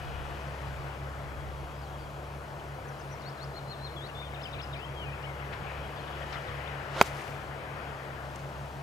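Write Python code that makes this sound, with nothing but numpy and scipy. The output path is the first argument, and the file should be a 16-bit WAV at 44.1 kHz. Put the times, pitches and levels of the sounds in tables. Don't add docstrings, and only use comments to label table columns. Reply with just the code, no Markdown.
import sys
import numpy as np
from scipy import signal
from scipy.io import wavfile
from scipy.ndimage import uniform_filter1d

SR = 44100
rng = np.random.default_rng(int(sys.argv[2]) if len(sys.argv) > 2 else 0)


def wrap_up_sound(samples):
    columns = np.atleast_2d(samples).T
    tamed = np.clip(columns, -1, 1)
    steps = np.round(tamed * 32767).astype(np.int16)
    wavfile.write(sys.argv[1], SR, steps)


def attenuation_scalar(level_db):
    decades = np.asarray(level_db, float) / 20
    return 10 ** decades


N = 389378
LEFT_LEAD_S = 8 / SR
STRIKE_S = 7.01296


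def evened(x):
    return x / np.sqrt(np.mean(x ** 2) + 1e-20)


def columns(rows, t):
    s, *values = np.transpose(rows)
    return np.array([np.interp(t, s, v) for v in values])


def add(mix, s, sound):
    part = mix[..., round(s * SR):][..., :sound.shape[-1]]
    part += sound[..., :part.shape[-1]]


def humps(rows, t):
    return sum(height * np.exp(-2 * ((t - s) / half) ** 2) for s, height, half in rows)


def panned(pan_db):
    return attenuation_scalar([[pan_db / 2], [-pan_db / 2]])


def resonate(x, hz, width):
    turn = np.exp(2j * np.pi * np.cumsum(hz * np.ones(len(x))) / SR)
    r = np.exp(-np.pi * width / SR)
    return 2 * (turn * signal.lfilter([1 - r], [1, -r], x / turn)).real


def wash(points, same, lead_s, pan_db, patchy_db):
    frames, hz = N // 256 + 5, np.fft.rfftfreq(1024, 1 / SR)
    a, b, c, d, patches = rng.standard_normal((frames, 513, 5)).T
    patches = uniform_filter1d(patches, size=10, axis=0)
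    patches = evened(uniform_filter1d(patches, size=12, axis=1))
    f, db = np.transpose(points)
    colour_db = np.interp(np.log(hz + 1), np.log(f), db, -90, -90)[:, None]
    same = np.clip(same, 0, 1)
    left, other = a + 1j * b, c + 1j * d
    late = np.exp(-2j * np.pi * hz * lead_s)[:, None]
    z = np.array([left, same * late * left + np.sqrt(1 - same ** 2) * other])
    z = z * attenuation_scalar(colour_db + patchy_db * patches)
    sound = signal.istft(z, nperseg=1024, noverlap=768)[1][:, :N]
    return evened(sound) * panned(pan_db)


def rumble(wind_db):
    # pitch_hz, density_db (per Hz)
    spectrum = [(18, -40), (30, -20), (40, -8.5), (55, -6), (90, 5), (160, 4), (260, -18), (400, -38)]
    return attenuation_scalar(13.0 - 64.5 + 0.32 * wind_db) * wash(spectrum, 0.77, 0, 0, patchy_db=2.0)


def road(wind_db):
    # pitch_hz, density_db (per Hz)
    spectrum = [(150, -19), (290, -4.5), (410, -2.5), (650, -0.5), (1040, -4.5), (1500, -9), (2000, -32),
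                (3500, -46)]
    return attenuation_scalar(1.5 - 45.5 + 0.23 * wind_db) * wash(spectrum, 0.85, LEFT_LEAD_S, pan_db=3.5, patchy_db=0.5)


def trees(wind_db):
    # pitch_hz, density_db (per Hz)
    spectrum = [(700, -2), (1300, 4.5), (1700, 5), (2500, -1.5), (3300, -7.5), (3700, -14), (5000, -18),
                (8000, -52)]
    return attenuation_scalar(3.5 - 54.5 + wind_db) * wash(spectrum, 0.2, 0.43 * LEFT_LEAD_S, pan_db=10.5, patchy_db=1.5)


def whines():
    # pitch_hz, width_hz, level_db
    bands = [(2540, 150, -10), (2920, 130, -10), (4900, 56, -29)]
    # start_s, level_db
    wide_levels = [(0, -47.5), (1, -57.5), (5, -60), (5.8, -50), (6.6, -49.5), (7.3, -57)]
    # start_s, level_db
    thin_levels = [(0, -66), (.7, -70), (1.2, -73), (1.5, -66), (2.1, -69), (2.3, -75), (5, -74), (6, -71),
                   (7.3, -73), (8.83, -72)]
    t = np.arange(N) / SR
    noise = rng.standard_normal(N)
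    wide = sum(attenuation_scalar(db) * evened(resonate(noise, hz, width)) for hz, width, db in bands)
    thin = evened(resonate(noise, 3260, 18))
    return (attenuation_scalar(columns(wide_levels, t)) * wide + attenuation_scalar(columns(thin_levels, t)) * thin) * panned(6.0)


def hiss():
    # pitch_hz, density_db (per Hz)
    spectrum = [(1500, -1), (4000, 0.2), (6300, -3.5), (10000, -9), (16000, -12)]
    return attenuation_scalar(-60) * wash(spectrum, 0.75, 0, 0, patchy_db=0.95)


def air():
    # start_s, level_db
    wind = [(0, 2), (.5, 1.5), (1.15, -0.5), (1.6, -3), (2.5, -3.5), (3.25, -1.5), (3.6, -2.5),
            (4.25, -2.5), (4.6, 0), (5.34, 0.7), (5.55, 4), (6, 2.5), (6.15, 4.5), (7.1, 6), (7.55, 2.5),
            (7.86, 4.5), (8.1, 1.5), (8.83, -2.5)]
    wind_db = columns(wind, np.arange(N) / SR)[0]
    return rumble(wind_db) + road(wind_db) + trees(wind_db) + whines() + hiss()


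def motors():
    # start_s, first_hz, second_hz
    shafts = [(0, 33.885, 35.24), (1.5, 34.01, 35.348), (3, 34.018, 35.358), (4.5, 33.85, 35.25),
              (6, 34, 35.358), (7.4, 34.098, 35.365), (8.83, 34.12, 35.605)]
    shaft_of_tone = [0, 1, 0, 0, 1, 0, 0, 1]
    multiple = [6, 6, 0, 2, 2, 3, 4, 4]
    # added pitch_hz (a steady mains buzz, and low tones a little sharp)
    sharp_hz = [0, 0, 100.15, .175, 0, .4, 0, 0]
    in_step_s = [.117, .117, 1.45, .31, .31, 1.45, .117, .117]
    tone_db = [-64.5, -65.5, -67, -48, -57.5, -56.5, -47.5, -47.5]
    follows = [.1, .1, .1, .95, .1, 0.29, 0.17, .1]
    # start_s, level_db
    carry = [(0, 1), (.5, 5.5), (1.2, 4), (2, 1.5), (2.8, -3), (3.6, -5.5), (4.4, 0.7), (5.2, 2),
             (6.8, -0.3), (7.6, -5), (8.4, -1.5)]
    # start_s, depth_db, half_length_s
    nulls_first = [(0.01, -31, 0.46), (2.1, -12, 0.94), (4.3, -8, .5), (6, -20, 0.49), (7.7, -8, 0.25)]
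    # start_s, depth_db, half_length_s
    nulls_second = [(8.1, -15, 0.25)]
    t = np.arange(N) / SR
    hz = columns(shafts, t)[shaft_of_tone] * np.c_[multiple] + np.c_[sharp_hz]
    turns = np.cumsum(hz, axis=1) / SR
    turns = np.array([u - np.interp(s, t, u) for u, s in zip(turns, in_step_s)])
    db = np.c_[tone_db] + np.c_[follows] * columns(carry, t)
    db[-2:] += [humps(nulls_first, t), humps(nulls_second, t)]
    hum = np.sqrt(2) * (attenuation_scalar(db) * np.cos(2 * np.pi * turns)).sum(0)
    return np.array([hum, np.roll(hum, shift=round(1.95 * LEFT_LEAD_S * SR))])


def buffets():
    gusts = [
        (0.155, -42, 0.23),
        (.78, -48, .12),
        (1.45, -48, 0.39),
        (1.97, -57, .2),
        (3.15, -62, .25),
        (4.4, -68, .3),
        (6.3, -54, .15),
        (7.45, -58, .2),
        (8.3, -65, 0.38),
    ]
    noise = rng.standard_normal((2, N))
    lumps = np.array([resonate(resonate(resonate(port, 57, 60), 57, 60), 55, 120) for port in noise])
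    swell = humps([(s, attenuation_scalar(db), half) for s, db, half in gusts], np.arange(N) / SR)
    return (attenuation_scalar(-72) + swell) * evened(lumps)


def whistles(notes, flutter_db):
    out = np.zeros(N)
    for rows in notes:
        t = np.arange(rows[0][0] - .004, rows[-1][0] + 0.0028, 1 / SR)
        hz, db = uniform_filter1d(columns(rows, t), size=300, axis=1, mode="nearest")
        fade = np.clip(np.minimum(t - t[0], t[-1] - t) / 0.0064, 0, 1)
        add(out, t[0], np.sqrt(2) * attenuation_scalar(db) * fade * np.sin(2 * np.pi * np.cumsum(hz) / SR))
    flutter = evened(uniform_filter1d(rng.standard_normal(N), size=200))
    return out * attenuation_scalar(flutter_db * np.minimum(flutter, .5))


def glides(rows):
    return [[(s, hz, db), (s + length, to_hz, db - 2)] for s, length, hz, to_hz, db in rows]


def shaped(shape, rows):
    return [[(s + u * length, hz * share, db + step) for u, share, step in shape]
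            for s, length, hz, db in rows]


def droops():
    # start_s, length_s, from_hz, to_hz, level_db
    rows = [
        (2.875, .022, 6400, 5470, -65),
        (2.99, .032, 6570, 4800, -62),
        (4.961, 0.092, 3280, 2730, -49.5),
    ]
    return [[(s, hz - 0 * to_hz, db - 8), (s + .55 * length, hz + 0.292 * (to_hz - hz), db),
             (s + length, to_hz, db + 1)] for s, length, hz, to_hz, db in rows]


def arches():
    rows = [
        (3.132, .037, 0.027, 5970, -58.5),
        (3.578, 0.046, .02, 4310, -51),
        (3.718, .046, 0.027, 4310, -48.5),
        (3.86, 0.052, 0.024, 4260, -46.5),
    ]
    return [[(s - climb, hz * .935, db - 16), (s, hz, db), (s + drop, hz - 32000 * drop, db - 11)]
            for s, climb, drop, hz, db in rows]


def ladles():
    # start_s, length_s, climb_end_hz, flick_hz (0 for none), level_db
    rows = [
        (4.347, .069, 2950, 5400, -50),
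        (4.533, .078, 2950, 5600, -48.5),
        (4.735, .12, 3240, 0, -47.5),
    ]
    notes = []
    for s, length, hz, flick_hz, db in rows:
        end = s + length
        note = [(s - 0.0056, 3590, db - 7), (s, 3890, db), (s + .018, 2450, db - 4.5),
                (s + .04, 2340, db - 8), (end, hz, db - 2)]
        if flick_hz > hz:
            note += [(end + .011, flick_hz, db - 9), (end + 0.0246, 5030, db - 4), (end + 0.036, 4900, db - 5)]
        notes.append(note)
    return notes


def song():
    # start_s, length_s, from_hz, to_hz, level_db
    strokes = [(1.82, .04, 4900, 4100, -66), (1.99, .06, 4700, 4480, -67),
               (4.217, 0.025, 2000, 2650, -53.5), (4.469, 0.023, 2760, 2250, -50),
               (4.589, 0.016, 4250, 3450, -58), (4.778, .022, 4950, 4750, -65),
               (5.06, .044, 2540, 2380, -51), (5.236, .02, 2760, 3150, -49),
               (5.257, .008, 3110, 2350, -54.5), (5.268, .05, 2240, 2070, -52)]
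    # length_share, pitch_share, level_db
    hook = [(0, 1.01, -7), (.29, .83, -10), (.5, .99, -0.6), (.79, 1.055, -1), (1, 1.36, -10)]
    # start_s, length_s, pitch_hz, level_db
    hooks = [
        (3.22, .085, 4340, -54.5),
        (3.375, .08, 4270, -53.5),
    ]
    # length_share, pitch_share, level_db
    scoop = [(0, 1.05, 0), (.32, 1, -5), (.86, 1.24, -3), (1, 1.42, -5)]
    # start_s, length_s, pitch_hz, level_db
    scoops = [
        (3.965, .11, 3250, -50),
    ]
    # length_share, pitch_share, level_db
    bow = [(0, 0.94, -2), (.45, 0.99, 0.5), (.71, .956, -3), (1, .817, -7)]
    # start_s, length_s, pitch_hz, level_db
    bows = [
        (4.148, .137, 3670, -52),
    ]
    # length_share, pitch_share, level_db
    chip = [(0, .85, -8), (.4, 0.99, 1.5), (1, .84, -9)]
    # start_s, length_s, pitch_hz, level_db
    chips = [
        (4.088, 0.024, 2960, -51),
        (4.436, .014, 3750, -50),
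        (4.453, .014, 3300, -41.5),
        (5.122, .03, 2780, -50),
    ]
    notes = glides(strokes) + shaped(hook, hooks) + shaped(scoop, scoops) + shaped(bow, bows)
    return notes + shaped(chip, chips) + droops() + arches() + ladles()


def warbler():
    # start_s, length_s, from_hz, to_hz, level_db
    splinters = [(2.74, .03, 4610, 3870, -68.5), (2.746, .035, 6410, 5800, -74.5),
                 (2.861, .29, 9710, 9600, -78), (2.921, .03, 5040, 4080, -71.5),
                 (3.796, 0.013, 3810, 3100, -61.5), (3.946, .015, 2410, 3200, -59.5),
                 (4.314, .01, 2810, 3000, -55.5), (4.322, .022, 2180, 2190, -52.5),
                 (4.456, .008, 5010, 4500, -59.5), (4.537, .015, 4100, 3300, -53),
                 (4.596, 0.016, 3740, 3100, -54), (4.631, .03, 2810, 2950, -54),
                 (4.758, .018, 3710, 4850, -60), (4.6, .01, 2600, 2300, -52), (5.04, .012, 2300, 2500, -54),
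                 (5.215, .015, 2200, 2800, -56), (4.935, .025, 3330, 3280, -63),
                 (4.514, .006, 5200, 6200, -64), (4.47, .045, 4900, 4950, -70),
                 (3.198, .02, 5000, 4450, -66), (3.885, .01, 3500, 3300, -60),
                 (3.742, .01, 3550, 3400, -60), (4.866, .015, 2700, 2600, -57.5),
                 (4.881, .03, 3260, 3300, -61.5),
                 (.031, 0.052, 4910, 4700, -69), (.661, .1, 4910, 4900, -71), (.781, .06, 4910, 4100, -70.5),
              (1.2, .05, 3850, 4150, -68), (.09, .04, 4200, 4050, -67), (.901, .07, 3010, 2400, -62.5),
              (1.751, .06, 4910, 5000, -70.5), (5.396, .015, 2610, 3000, -56),
              (5.421, 0.039, 2170, 2020, -52), (5.801, .08, 2910, 3340, -62),
              (5.959, .035, 3260, 3650, -56.5), (5.962, .022, 5010, 4500, -63),
              (5.994, .02, 3340, 2600, -56.5), (5.998, 0.014, 4260, 4100, -59),
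              (6.076, .015, 3710, 3000, -56.5), (6.121, .02, 2920, 3460, -53),
              (6.171, .012, 3120, 2900, -51.5), (6.219, .017, 3510, 2800, -50),
              (6.339, .017, 4280, 3270, -52), (6.476, .03, 4010, 2770, -57), (6.661, .02, 2810, 3700, -52)]
    out = whistles(song(), 2.4) + attenuation_scalar(-1.5) * whistles(glides(splinters), 4.2)
    t = np.arange(SR // 4) / SR
    trunks = rng.standard_normal(len(t)) * attenuation_scalar(-60 * t / .5) * (t > .012)
    out = out + attenuation_scalar(-10.5) * signal.oaconvolve(out, trunks / np.linalg.norm(trunks))[:N]
    return np.array([attenuation_scalar(7.5) * out, attenuation_scalar(-2.5) * np.roll(out, round(LEFT_LEAD_S * SR))])


def crackle(size, hz, width, uneven_db):
    grain_db = uneven_db * rng.exponential(1, size).clip(0, 3)
    a, b = rng.standard_normal((2, size)) * attenuation_scalar(grain_db)
    ports = (a, 0.6 * a + 0.9 * b)
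    return evened(np.array([resonate(resonate(resonate(g, hz, width), hz, width), hz, 2 * width)
                            for g in ports]))


def spray():
    rows = [
        (7.009, -41, 200, 300, 5300),
        (7.062, -42, 502, 330, 9500),
        (7.2, -53, 40, 65, 9400),
        (7.3, -57, 50, 90, 14000),
        (7.042, -51, 900, 500, 8000),
        (6.33, -58.5, 40, 40, 5500),
        (8.5, -63, 8, 8, 7000),
        (.5, -61, 10, 12, 6000),
    ]
    out, t = np.zeros((2, N)), np.arange(-SR // 4, SR // 2) / SR
    for s, db, rise, fall, width in rows:
        shape = attenuation_scalar(db - np.maximum(-rise * t, fall * t))
        add(out, s + t[0], shape * crackle(len(t), 3700, width, uneven_db=5.0))
    return out


def puffs(rows, pan_db, rise_share):
    out, t = np.zeros((2, N)), np.arange(-2000, 8000) / SR
    for s, db, hz, width, t60 in rows:
        swell = np.exp(-(t / (rise_share * t60)) ** 2)
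        shape = np.where(t < 0, swell, attenuation_scalar(-60 * t.clip(0) / t60))
        add(out, s + t[0], attenuation_scalar(db) * shape * crackle(len(t), hz, width, uneven_db=3.0))
    return out * panned(pan_db)


def snaps():
    # start_s, level_db, pitch_hz, width_hz, t60_s
    rows = [(2.6, -57, 3000, 1500, .08), (3.22, -56, 5300, 2000, .02), (3.431, -53, 6000, 2000, .015),
            (5.228, -57, 3500, 3000, .04), (5.532, -44, 2100, 1400, 0.11), (5.54, -46, 1520, 300, .12),
            (5.68, -49, 2370, 600, 0.73), (5.536, -53, 4100, 2500, .05), (5.53, -50, 2800, 1500, .05),
            (6.328, -54, 4900, 1500, .08), (6.334, -42, 1700, 1500, 0.15), (6.333, -50.5, 3100, 2500, .12),
            (6.36, -41, 1550, 900, .1), (6.37, -50, 3100, 500, .05), (6.347, -57, 5200, 800, .03),
            (6.24, -46, 1500, 700, .05)]
    return puffs(rows, pan_db=10.5, rise_share=0.064)


def swish():
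    # start_s, level_db, head_hz, shaft_hz (shedding pitches)
    rows = [
        (6.85, -62, 330, 800),
        (6.93, -64, 400, 900),
        (6.95, -44, 457, 950),
        (6.968, -36.5, 497, 1010),
        (6.99, -38.5, 540, 1350),
        (7.01, -39, 474, 1500),
        (7.028, -35, 400, 1000),
        (7.04, -52, 330, 1100),
        (7.1, -67, 300, 900),
    ]
    t = np.arange(rows[0][0], rows[-1][0], 1 / SR)
    db, head_hz, shaft_hz = columns(rows, t)
    eddies, out = rng.standard_normal((3, len(t))), np.zeros(N)
    groove_hz = 2.3 * shaft_hz
    head = evened(resonate(resonate(eddies[0], head_hz, 230), head_hz, 500))
    shaft = evened(resonate(resonate(eddies[1], shaft_hz, 400), shaft_hz, 900))
    grooves = evened(resonate(resonate(eddies[2], groove_hz, 1500), groove_hz, 2200))
    add(out, t[0], attenuation_scalar(db) * (head + attenuation_scalar(-1.5) * shaft + attenuation_scalar(-6.5) * grooves))
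    return out * panned(-1.2)


def ring(modes):
    t = np.arange(SR // 10) / SR
    return sum(np.outer([left, right], attenuation_scalar(-60 * t / t60) * np.sin(2 * np.pi * hz * t))
               for hz, left, right, t60 in modes)


def strike():
    # pitch_hz, left, right (signed sizes), t60_s
    iron = [(200, -0.26, -0.22, 0.02), (400, -0.63, -1.1, 0.0041), (800, -0.11, -0.1, 0.038),
            (1015, 1.26, 1.54, 0.0059), (1500, 0.076, 0.087, 0.029), (2060, 0.48, 0.62, 0.0052),
            (2546, -0.27, -0.16, 0.017), (2920, 0.13, 0.023, 0.014), (3240, -0.04, -0.081, 0.03),
            (3760, 0.14, 0.12, 0.015), (4480, 0.07, 0.145, 0.011), (4950, -0.08, -0.12, 0.012),
            (6190, 0.05, 0.06, 0.016), (7760, -0.035, -0.06, 0.011)]
    # pitch_hz, left, right (signed sizes), t60_s
    rebound = [(400, 0.055, 0.075, 0.081), (710, 0.051, 0.12, 0.042), (1300, 0.47, 0.51, 0.012),
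               (1650, -0.12, -0.11, 0.014), (2300, -0.078, 0.33, 0.009)]
    out = np.zeros((2, N))
    add(out, STRIKE_S, ring(iron))
    add(out, STRIKE_S + .0014, ring(rebound))
    return out


def cracks():
    # start_s, level_db (peak), pitch_hz (centre), width_hz, t60_s
    rows = [
        (7.0135, -30, 12000, 6500, 0.015),
        (7.0145, -33, 3700, 1500, 0.011),
        (7.0165, -30, 5500, 4000, 0.02),
        (7.0247, -26, 12500, 7000, 0.011),
        (7.0247, -31, 6000, 4000, .016),
        (7.016, -42, 14000, 6000, .06),
        (7.029, -41, 9000, 9000, .015),
        (7.0255, -39, 2900, 2900, .035),
    ]
    return puffs(rows, pan_db=-3, rise_share=0.03)


def rustles():
    # start_s, level_db, pitch_hz, width_hz, t60_s
    rows = [
        (7.2, -45, 2040, 1500, .15),
        (7.22, -58, 6600, 5000, .04),
        (7.17, -54, 5000, 5000, .02),
        (7.28, -48, 3500, 4000, .02),
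        (8.36, -49.5, 6400, 6000, .03),
        (8.4, -60, 5400, 5000, .15),
    ]
    return puffs(rows, pan_db=0, rise_share=.1)


def scene():
    club = strike() + swish() + spray() + cracks() + rustles()
    club = signal.lfilter(*signal.butter(4, 15300, fs=SR), club)
    return air() + motors() + buffets() + warbler() + snaps() + club


def top_cut(x):
    return signal.sosfilt(signal.butter(12, 16460, fs=SR, output="sos"), x)


def record(dry):
    after = np.arange(N) / SR - STRIKE_S - .012
    dip_db = -5 * (after > 0) * np.exp(-after.clip(0) / 0.025)
    x = dry * attenuation_scalar(uniform_filter1d(dip_db, size=300))
    x = x / (1 + abs(x / 1.2) ** 8) ** (1 / 8)
    band = signal.firwin(301, 15650, window=("kaiser", 7), fs=SR)
    mix = signal.oaconvolve(x, band[None], "same", axes=1)
    return top_cut(mix)


dry = scene()
out = record(dry)
wrap_up_sound(out)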